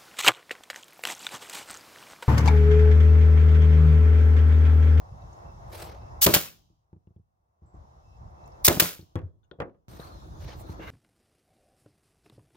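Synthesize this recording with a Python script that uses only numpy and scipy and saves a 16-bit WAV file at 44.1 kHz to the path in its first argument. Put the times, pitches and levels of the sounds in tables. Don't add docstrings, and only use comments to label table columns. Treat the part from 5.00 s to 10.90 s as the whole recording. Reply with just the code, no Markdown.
import sys
import numpy as np
from scipy import signal
from scipy.fft import rfft, irfft, next_fast_len
from scipy.io import wavfile
from scipy.ndimage import uniform_filter1d, map_coordinates

SR = 44100
rng = np.random.default_rng(int(sys.argv[2]) if len(sys.argv) > 2 else 0)


def field_ratio(decibels):
    return 10 ** (np.asarray(decibels, dtype=float) / 20)


def store_wav(level_fs):
    pcm = np.round(np.clip(np.atleast_2d(level_fs), -1, 1) * 32767)
    wavfile.write(sys.argv[1], SR, pcm.T.astype(np.int16))


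N = 260322
GAIN_OPENS_S = 4.883

# trigger_s, landing_s (of the driver), release_s, air_db, wood_db
SHOTS = [
    (1.21, 1.262, 1.3375, 0.64, 0.5),
    (3.641, 3.678, 3.797, 0.28, 0),
]
# frequency_hz, density_db (per Hz)
LEAVES = [(1290, -42.5), (2200, -22), (2710, -4), (2890, -3), (3840, -0.5), (4530, -3.5), (5440, 1.5),
          (6800, -1.5), (7520, -11), (16000, -16.5)]
# frequency_hz, left_right_likeness (0 to 1)
NEAR_ALIKE = [(100, .94), (300, .86), (600, .7), (1000, .45), (5000, .5), (15000, .62)]


def unit(x):
    return x / np.sqrt(np.mean(x ** 2) + 1e-20)


def along(points, hz):
    f, v = np.transpose(points)
    return np.interp(np.log(hz + 1), np.log(f + 1), v)


def shaped(points):
    return lambda hz: field_ratio(along(points, hz))


def wobble(rate):
    return map_coordinates(rng.standard_normal(int(N * rate / SR) + 4), [np.arange(N) * rate / SR])


def filtered(x, response):
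    m = next_fast_len(N + 8192)
    return irfft(rfft(x, m) * response(np.fft.rfftfreq(m, 1 / SR)), m)[..., :N]


def spread(pair, alike, lead):
    def mid_side(hz):
        turn = np.arccos(np.clip(along(alike, hz), -1, 1)) / 2
        return np.array([np.cos(turn), np.sin(turn)])

    mid, side = filtered(pair, mid_side)
    left_right = np.array([mid + side, mid - side])
    return filtered(left_right, lambda hz: np.exp(.5j * along(lead, hz) * np.array([[1], [-1]])))


def rush(colour, patchy_db):
    z = signal.stft(rng.standard_normal((2, N)), nperseg=512)[2]
    field = uniform_filter1d(rng.standard_normal(z.shape[1:]), size=6, axis=0)
    field = uniform_filter1d(field, size=8, axis=1)
    pair = signal.istft(z * field_ratio(patchy_db * unit(field)), nperseg=512)[1][:, :N]
    return unit(filtered(pair, colour))


def dying(t60_points, stretch, colour):
    hz, t, z = signal.stft(rng.standard_normal((2, SR // 2)), SR, nperseg=128)
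    t60 = stretch * along(t60_points, hz)[:, None]
    z = z * colour(hz)[:, None] * field_ratio(-60 * t / t60)
    return signal.istft(z, SR, nperseg=128)[1][:, :SR // 2]


def strokes():
    # start_s, hold_s, body_db, top_db
    rubs = [(0.747, 0.087, -45, -53.5), (4.896, 0.15, -58, -66), (5.416, 0.026, -55.5, -68.5),
            (5.479, .014, -52, -73), (5.513, .022, -51, -76), (5.593, 0.025, -60, -60.5),
            (5.701, 0.027, -57, -65.5), (5.832, .1, -56, -69.5)]
    t = np.arange(N) / SR
    s, hold, body_db, top_db = np.transpose(rubs)[:, :, None]
    rise_db = 414 * np.minimum(t - s, 0)
    fade_db = 11 * np.maximum((t - s) / hold - 1, 0)
    heard = (s < GAIN_OPENS_S) | (t > GAIN_OPENS_S)
    body = heard * field_ratio(body_db + rise_db - fade_db)
    top = heard * field_ratio(top_db + rise_db - 1.75 * fade_db)
    return body.sum(axis=0), top.sum(axis=0)


def yard():
    # time_s, gain_db
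    ducking = [(0, -0.5), (.66, 0.5), (1.2, 1), (1.4, -20), (1.7, -27), (2.4, -30), (2.61, -27.5),
               (2.63, -18), (2.73, -17), (2.75, -10.5), (2.92, -8.5), (3.2, -6), (3.62, -1.5), (3.9, -19),
               (4.12, -23), (4.4, -29), (4.87, -29.5)]
    full_db, open_db = (-45, -50, -70.5), (-44, -49.5, -65.5)
    # frequency_hz, density_db (per Hz)
    rumble_colour, road_colour, road_open = [(15, -47.5), (25, -8), (47, 2), (65, 2), (125, -3.5),
                                             (183, -15.5), (260, -23.5), (340, -50), (570, -120)], [(120, -30), (200, -3.5), (253, -11), (349, -2),
                                                             (406, -5.5), (733, 4), (1100, -1), (1500, -13),
                                                             (2140, -20.5), (2600, -32), (3380, -60.5),
                                                             (5720, -120)], [(120, -29.5), (200, -6),
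                                                                           (248, -10.5), (321, 0),
                                                                           (406, -9.5), (665, -7.5),
                                                                           (1250, -12.5), (2600, -36),
                                                                           (3380, -62), (5720, -120)]
    leaves_open = [(1290, -33), (2200, -15), (3170, -13), (3590, -4.5), (4200, -4.5), (4720, -10.5),
                   (6310, -8.5), (7970, -20), (12400, -20.5), (16000, -21.5)]
    chirps = (.5, 1.03, 3.1, 3.45)
    # frequency_hz, left_right_likeness (-1 to 1)
    far_alike = [(60, 0.86), (180, 0.9), (550, -0.28), (1650, -0.72), (4970, 0.01), (15000, 0.05)]

    t = np.arange(N) / SR
    after = t > GAIN_OPENS_S
    ducked_db = np.array(full_db)[:, None] + np.interp(t, *np.transpose(ducking))
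    rumble_db, road_db, leaf_db = np.where(after, np.array(open_db)[:, None], ducked_db)

    rumble = field_ratio(rumble_db + 2.6 * wobble(17)) * rush(shaped(rumble_colour), patchy_db=1.0)

    road = np.where(after, rush(shaped(road_open), patchy_db=3.0), rush(shaped(road_colour), patchy_db=0.5))
    road = field_ratio(road_db + 2.1 * wobble(9)) * road

    card = after * field_ratio(-16) * strokes()[0]
    leaves = np.where(after, rush(shaped(leaves_open), patchy_db=2.5), rush(shaped(LEAVES), patchy_db=1.0))
    leaves = (field_ratio(leaf_db) + card) * field_ratio(.8 * wobble(9)) * leaves

    swell_db = 10 * sum(np.exp(-((t - s) / 0.1) ** 2) for s in chirps)
    tone = lambda hz: 1 / (1 + ((hz - 2650) / 35) ** 2) + .3 / (1 + ((hz - 5250) / 200) ** 2)
    whistle = field_ratio(leaf_db - 9.5 + 1.2 * wobble(4.4) + swell_db) * rush(tone, patchy_db=2.5)
    whistle = whistle * (t < 3.64)
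    return spread(rumble + road + leaves + whistle, far_alike, [(100, 0.0016)])


def trees(x):
    tail = dying([(100, 0.65)], 0.99, shaped(LEAVES))
    return signal.fftconvolve(x[None], tail / np.linalg.norm(tail[0]), axes=1)[:, :N]


def walls(x):
    # frequency_hz, t60_s
    wall_t60 = [(100, 0.76), (1000, 0.24), (3000, 0.22), (6000, .12), (12000, 0.025)]
    tail = dying(wall_t60, 0.85, np.ones_like)
    return signal.fftconvolve(np.pad(x, (500, 0))[None], tail / np.linalg.norm(tail[0]), axes=1)[:, :N]


def hands():
    # frequency_hz, density_db (per Hz)
    rub_body, rub_top = [(220, -39), (330, 3.5), (600, 2), (1500, -5.5), (2800, -10), (4200, -10),
                         (6500, -15.5), (8000, -70)], [(5200, -45), (6900, 0), (11000, 0), (14000, 3.5), (15800, -5),
                                           (16200, -58.5)]
    # frequency_hz, width_hz, level_db
    slide_peaks = [(503, 120, -0.5), (1120, 130, -3.5), (1600, 110, 2), (2110, 130, 0.5), (2780, 140, -2.5),
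                   (3320, 56, -18), (3740, 53, -15), (3800, 55, -14.5)]

    body, top = strokes()
    rub = body * rush(shaped(rub_body), patchy_db=0.8) + top * rush(shaped(rub_top), patchy_db=3.5)

    block = lambda f: sum(field_ratio(db) / (1 + ((f - c) / w) ** 2) for c, w, db in slide_peaks)
    u = np.clip(np.arange(N) / SR - 5.793, 0, 1)
    grip = np.minimum(u / 0.01, 1) * field_ratio(-50 + 48 * u + 2.1 * wobble(90))
    slide = grip * rush(block, patchy_db=.5)
    return spread(field_ratio(2.5 * wobble(120)) * rub + slide, NEAR_ALIKE, [(100, 0.008)])


def ticks():
    # time_s, peak_db, pitch_hz,
    # t60_s
    small_rings = [(3.477, -53, 5600, 0.01), (3.477, -56, 13000, .008), (3.46, -58, 900, .02),
                   (3.478, -60.5, 2300, .015), (3.479, -59.5, 9500, 0.008), (2.622, -46, 70, .25),
                   (2.743, -42.5, 72.84, 0.12), (2.778, -36, 78, .18), (2.8, -41.5, 62, .2),
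                   (3.298, -38.5, 73, 0.25), (4.432, -75, 3550, 0.12), (4.43, -75, 1480, 0.15),
                   (3.7, -42, 1130, 0.025), (4.513, -41.5, 1430, 0.03), (4.513, -35, 370, .06),
                   (4.513, -38, 557, 0.043), (4.513, -50, 3300, 0.03), (4.513, -50, 3600, 0.03),
                   (4.157, -32, 260, .12), (3.7705, -17, 290, .03), (3.7715, -23, 620, .025),
                   (1.527, -52, 2300, .012), (4.157, -36, 400, .1), (4.157, -38, 328, .12),
                   (4.157, -22, 97, .13), (4.232, -30.5, 95, .2), (4.612, -27, 100, .08),
                   (4.2, -33.5, 384, 0.06), (5, -41, 3900, 0.023), (5.027, -46.5, 1600, 0.025),
                   (5.478, -51, 2240, 0.02), (6.2, -47, 2046, 0.03), (5.688, -43, 900, 0.076),
                   (4.6, -42.5, 514, 0.043), (1.93, -60, 920, 0.035), (1.477, -45, 2600, 0.076),
                   (1.364, -15.5, 3200, .012), (1.2675, -9, 3320, 0.0073), (3.823, -23, 4500, 0.011),
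                   (3.8, -32.5, 1522, 0.013),
                   (.22, -59, 3800, 0.035), (.33, -55, 6500, 0.027), (.332, -59, 5350, .025),
                   (3.892, -36.5, 442, 0.041), (1.527, -48.5, 1490, 0.01), (1.595, -61, 700, .02),
                   (1.93, -78, 2600, .02), (2.071, -74, 2800, 0.022), (2.164, -78, 3300, .015),
                   (2.66, -79, 7650, .6), (2.74, -80, 7550, .3), (3.44, -64, 4000, 0.044),
                   (3.46, -59, 7000, 0.024), (3.52, -61, 5200, .05), (4.012, -55, 4380, .05),
                   (4.44, -77.5, 6510, 0.083), (4.445, -78, 2900, .06), (4.53, -72, 3350, .12),
                   (5.03, -53, 4200, .2), (5.07, -53, 4450, .1), (5.12, -59, 4160, .4),
                   (5.24, -61.5, 3700, .1), (5.52, -52, 3100, .06), (5.51, -50, 1600, 0.05),
                   (5.515, -50, 2300, .04), (5.48, -52, 4200, .04), (5.7, -54, 4150, .08)]

    out, t = np.zeros((2, N + SR)), np.arange(SR // 8) / SR
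    for s, db, hz, t60 in small_rings:
        smooth = lambda x: uniform_filter1d(x, size=round(2 * SR / hz))
        rough = 1 + 0.5 * unit(smooth(smooth(rng.standard_normal((2, len(t))))))
        ring = field_ratio(db - 60 * t / t60) * np.sin(2 * np.pi * hz * t) * rough
        onset = (1 - np.exp(-t * hz * 2.2)) ** 2
        out[:, round(s * SR):][:, :len(t)] += ring * onset * np.cos(4 * np.pi * t)
    return out[:, :N]


def struck(blows, modes, level_db, rattle_db):
    # frequency_hz, t60_s; then frequency_hz, density_db (per Hz)
    wood_t60, wood_rattle = [(100, 1), (500, 0.2), (1500, 0.21), (4000, 0.042), (10000, 0.065)], [(60, -32), (150, 0.5), (500, -2.5), (1200, -6),
                                               (2500, -14.5), (6000, -25), (15000, -26.5)]

    out, t = np.zeros((2, N + SR)), np.arange(SR // 2) / SR
    hz, mode_db, t60 = np.transpose(modes)[:, :, None]
    quarter = [[[0]], [[np.pi / 2]]]
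    peak = lambda x: x / np.abs(x[0]).max()
    for s, db, crack_db, soft_ms, ring in blows:
        chance = rng.standard_normal((4, len(modes), 1))
        contact = lambda f: 1 / (1 + (f * soft_ms / 400) ** 2)
        wave = np.sin(2 * np.pi * hz * (1 + 0.013 * chance[2:]) * t + quarter)
        decay = field_ratio(mode_db + 1.0 * chance[:2] - 60 * t / (t60 * ring))
        body = np.sum(decay * contact(hz) * wave, axis=1)
        rattle = dying(wood_t60, ring, lambda f: field_ratio(along(wood_rattle, f)) * contact(f * .3) ** 2)
        crack = dying([(100, .007)], 1, lambda f: contact(f * .08))
        blow = peak(body) + field_ratio(rattle_db) * peak(rattle) + field_ratio(crack_db) * peak(crack)
        onset = 1 - np.exp(-t * 1000 / (soft_ms * .6))
        out[:, round(s * SR):][:, :len(t)] -= field_ratio(db + level_db) * blow * onset
    return filtered(out[:, :N], lambda f: (1j * f / (45 + 1j * f)) ** 2)


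def tossed_blocks():
    # time_s, peak_db, crack_db, softness_ms, ring_share (of t60)
    tumbles = [(4.156, -28, -29.5, 0.14, 1.1), (4.176, -44, -20, 0.1, .4), (4.19, -39.5, -18.5, .12, 0.43),
               (4.216, -50, -24, .2, .4), (4.275, -61, -24, .25, .4), (4.513, -46, -60, 1.6, 0.66),
               (4.529, -47, -45, 1.2, 0.65), (4.587, -38, -60, 1.8, 0.4), (4.602, -22, -27, 0.2, 0.75),
               (4.62, -24, -47, 0.3, 0.5), (4.675, -44, -46.5, 0.7, 0.42), (4.695, -50, -38.5, 0.28, 0.3),
               (4.745, -58, -33, .4, 0.74), (4.995, -31, -16, 1.13, 0.29), (5.795, -36, -35, 0.44, 0.45)]
    # pitch_hz, level_db, t60_s
    block_modes = [(95.8, -2, 0.24), (147.2, -1.5, 0.24), (338, -7.5, 0.089), (478, 4, 0.15),
                   (527, -2.5, 0.21), (822, -14, 0.076), (1117, -3, 0.1), (1450, -9.5, 0.044),
                   (2120, -28, .04), (3280, -1.5, 0.043)]
    return struck(tumbles, block_modes, level_db=1.5, rattle_db=-5.0)


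def soft_knocks():
    # time_s, peak_db, softness_ms, ring_share (of t60)
    singles = [(1.702, -56.5, 1.4, 0.86), (2.742, -44.5, 1.5, 0.72), (2.84, -50, 3, 0.34),
               (4.156, -29.5, 0.44, 0.6), (4.228, -39.5, 2.8, .74), (4.6, -44.5, 1.3, 0.75),
               (5.696, -30.5, 1.3, .55)]
    # time_s, peak_db, softness_ms, ring_share (of t60)
    set_downs = [(1.930, -43, 0.88, 0.55), (2.073, -46, 1.26, .37), (2.163, -44.5, 2, 0.45),
                 (2.62, -49.5, 1.8, 0.94), (3.993, -40.5, 0.81, 0.57)]
    # pitch_hz, level_db, t60_s
    thud_modes = [(66, -7.5, 0.076), (94, 3.5, 0.23), (108.9, -4.5, 0.37), (148.7, 0.5, .21),
                  (174, 0, 0.19), (284.4, -3, 0.2), (326.6, 2.5, 0.16), (400.3, -23, 0.12), (700, -6, 0.06),
                  (824, 0, .07), (1230, -23.5, .06)]

    rocks = [(s + .034, db - 5, soft * 1.5, ring * 0.73) for s, db, soft, ring in set_downs]
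    blows = []
    for s, db, soft_ms, ring in sorted(singles + set_downs + rocks):
        crack_db = -60 + 20 / soft_ms
        blows.append((s, db, crack_db, soft_ms, ring))
    return struck(blows, thud_modes, level_db=7.5, rattle_db=-25)


def slams():
    # delay_s, peak_db, crack_db, softness_ms, ring_share (of t60)
    landing_blows = [
        (.0005, -12, -9, .5, .9),
        (.0052, -5, -1, .15, .6),
        (.016, -17, -20, .3, .5),
        (.031, -13.5, -21, .5, .7),
    ]
    return_blows = [
        (.0012, -18, -7, .3, .65),
        (.025, -13.5, -6.5, .2, .4),
    ]
    # time_s, then the same columns
    recoil = [(3.770, -13.5, -35, .8, .17)]
    # pitch_hz, level_db, t60_s
    table_modes = [(62, -10.5, 0.064), (94, -2.5, .24), (124, -2.5, 0.23), (148, -1.5, 0.29),
                   (169.7, 0, 0.3), (213, -2.5, .14), (325, 2, 0.17), (352, 2.5, 0.22), (401, 1, 0.18),
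                   (487, -5, 0.14), (587, -1, 0.23), (760, -14, .08), (1026, -2, 0.12), (1200, -8, .07),
                   (2070, -10, .07)]

    blows = list(recoil)
    for _, landing, release, _, wood_db in SHOTS:
        for delay, db, *rest in landing_blows:
            blows.append((landing + delay, db + wood_db, *rest))
        freed = (release - landing) / .095
        for delay, db, crack_db, soft_ms, ring in return_blows:
            blows.append((release + delay, db + 1.8 * wood_db, crack_db, soft_ms, ring * freed))
    return struck(sorted(blows), table_modes, level_db=-0.5, rattle_db=-7.5)


def air():
    # frequency_hz, density_db (per Hz)
    valve_colour, exhaust_colour = [(290, -53.5), (500, -24.5), (2460, -19), (3400, -10.5), (4490, -9.5),
                                    (6760, -8), (8420, -12.5), (12300, -3.5), (14900, -5), (15800, -9.5),
                                    (16500, -29.5)], [(290, -31), (500, -5), (787, -9.5), (1480, -2.5),
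                                                       (1610, -5), (3210, -4.5), (6760, -7.5),
                                                       (8000, -10.5), (15100, -6), (15800, -13),
                                                       (16500, -32)]
    # delay_s (after landing), rise_s, t60_s, bend (of the decay)
    blast, flow = (0, 0.0015, .0145, 3), (.008, 0.0033, 0.36, 1.2)
    # delay_s (after release), level_db, rise_s, t60_s, bend
    last_delay, last_db, *last_shape = (0.0146, -30, 0.0144, .27, 1.35)

    t = np.arange(N) / SR
    swell = lambda u, rise: np.clip(u / rise, 0, 1) ** 2

    def burst(u, db, rise, t60, bend):
        return swell(u, rise) * field_ratio(db - 60 * (np.clip(u - rise, 0, 2) / t60) ** bend)

    valve, exhaust = 0, 0
    hiss = rush(shaped(valve_colour), patchy_db=2.0)
    low = filtered(hiss, lambda hz: 1 / (1 + (hz / 9000) ** 4))
    for trigger, landing, release, air_db, wood_db in SHOTS:
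        travel = landing - trigger
        late_ms = 1000 * travel - 44.7
        u = (t - trigger) / travel
        tilt = field_ratio(0.1 * late_ms / 2)
        valve_gain = swell(u, 0.22) * field_ratio(-14 - 60 * np.clip(u - .78, 0, 20) / .75)
        valve = valve + (low / tilt + (hiss - low) * tilt) * valve_gain

        blast_db = -2.5 - 0.2654 * 1000 * travel
        for db, (delay, *shape) in [(blast_db, blast), (-29.5 + wood_db, flow)]:
            exhaust = exhaust + burst(t - landing - delay, db, *shape)
        exhaust = exhaust + burst(t - release, -13 + air_db, 0.0015, 1.15 * travel, bend=1.6)
        exhaust = exhaust + burst(t - release - last_delay, last_db - .15 * late_ms, *last_shape)

    jet = rush(shaped(exhaust_colour), patchy_db=0.2)
    dull = filtered(jet, lambda hz: 1 / (1 + (hz / 7500) ** 4))
    bright = field_ratio(4.0) * exhaust ** 1.027 * (jet - dull)
    return field_ratio(1.9 * wobble(500)) * (valve + exhaust * dull + bright)


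def scene():
    # frequency_hz, left_lead_rad
    near_lead = [(300, 0), (600, .3), (1400, 1.3), (3000, 1.4), (4500, 1.7), (7500, 1.9), (10200, 2.8),
                 (11200, 2.7), (12800, 4.5), (16500, 6.2)]
    wood = slams() + soft_knocks() + tossed_blocks() + ticks()
    near = spread(air() + wood, NEAR_ALIKE, near_lead)
    echoes = field_ratio(-25.0) * walls(near[0]) + field_ratio(-33.5) * trees(near[0])
    return near + echoes + hands() + yard()


def roll_off(x):
    return signal.sosfilt(signal.butter(12, 17110, fs=SR, output="sos"), x)


def record(dry):
    # frequency_hz, gain_db
    mic_band = [(20, -12), (45, -3), (70, 0), (15900, 0), (16150, -26), (17100, -30)]
    held = dry / (1 + np.abs(dry / .86) ** 6) ** (1 / 6)
    hiss = field_ratio(-97) * rng.standard_normal(held.shape)
    return roll_off(filtered(held + hiss, shaped(mic_band)))


dry = scene()
out = record(dry)
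store_wav(out)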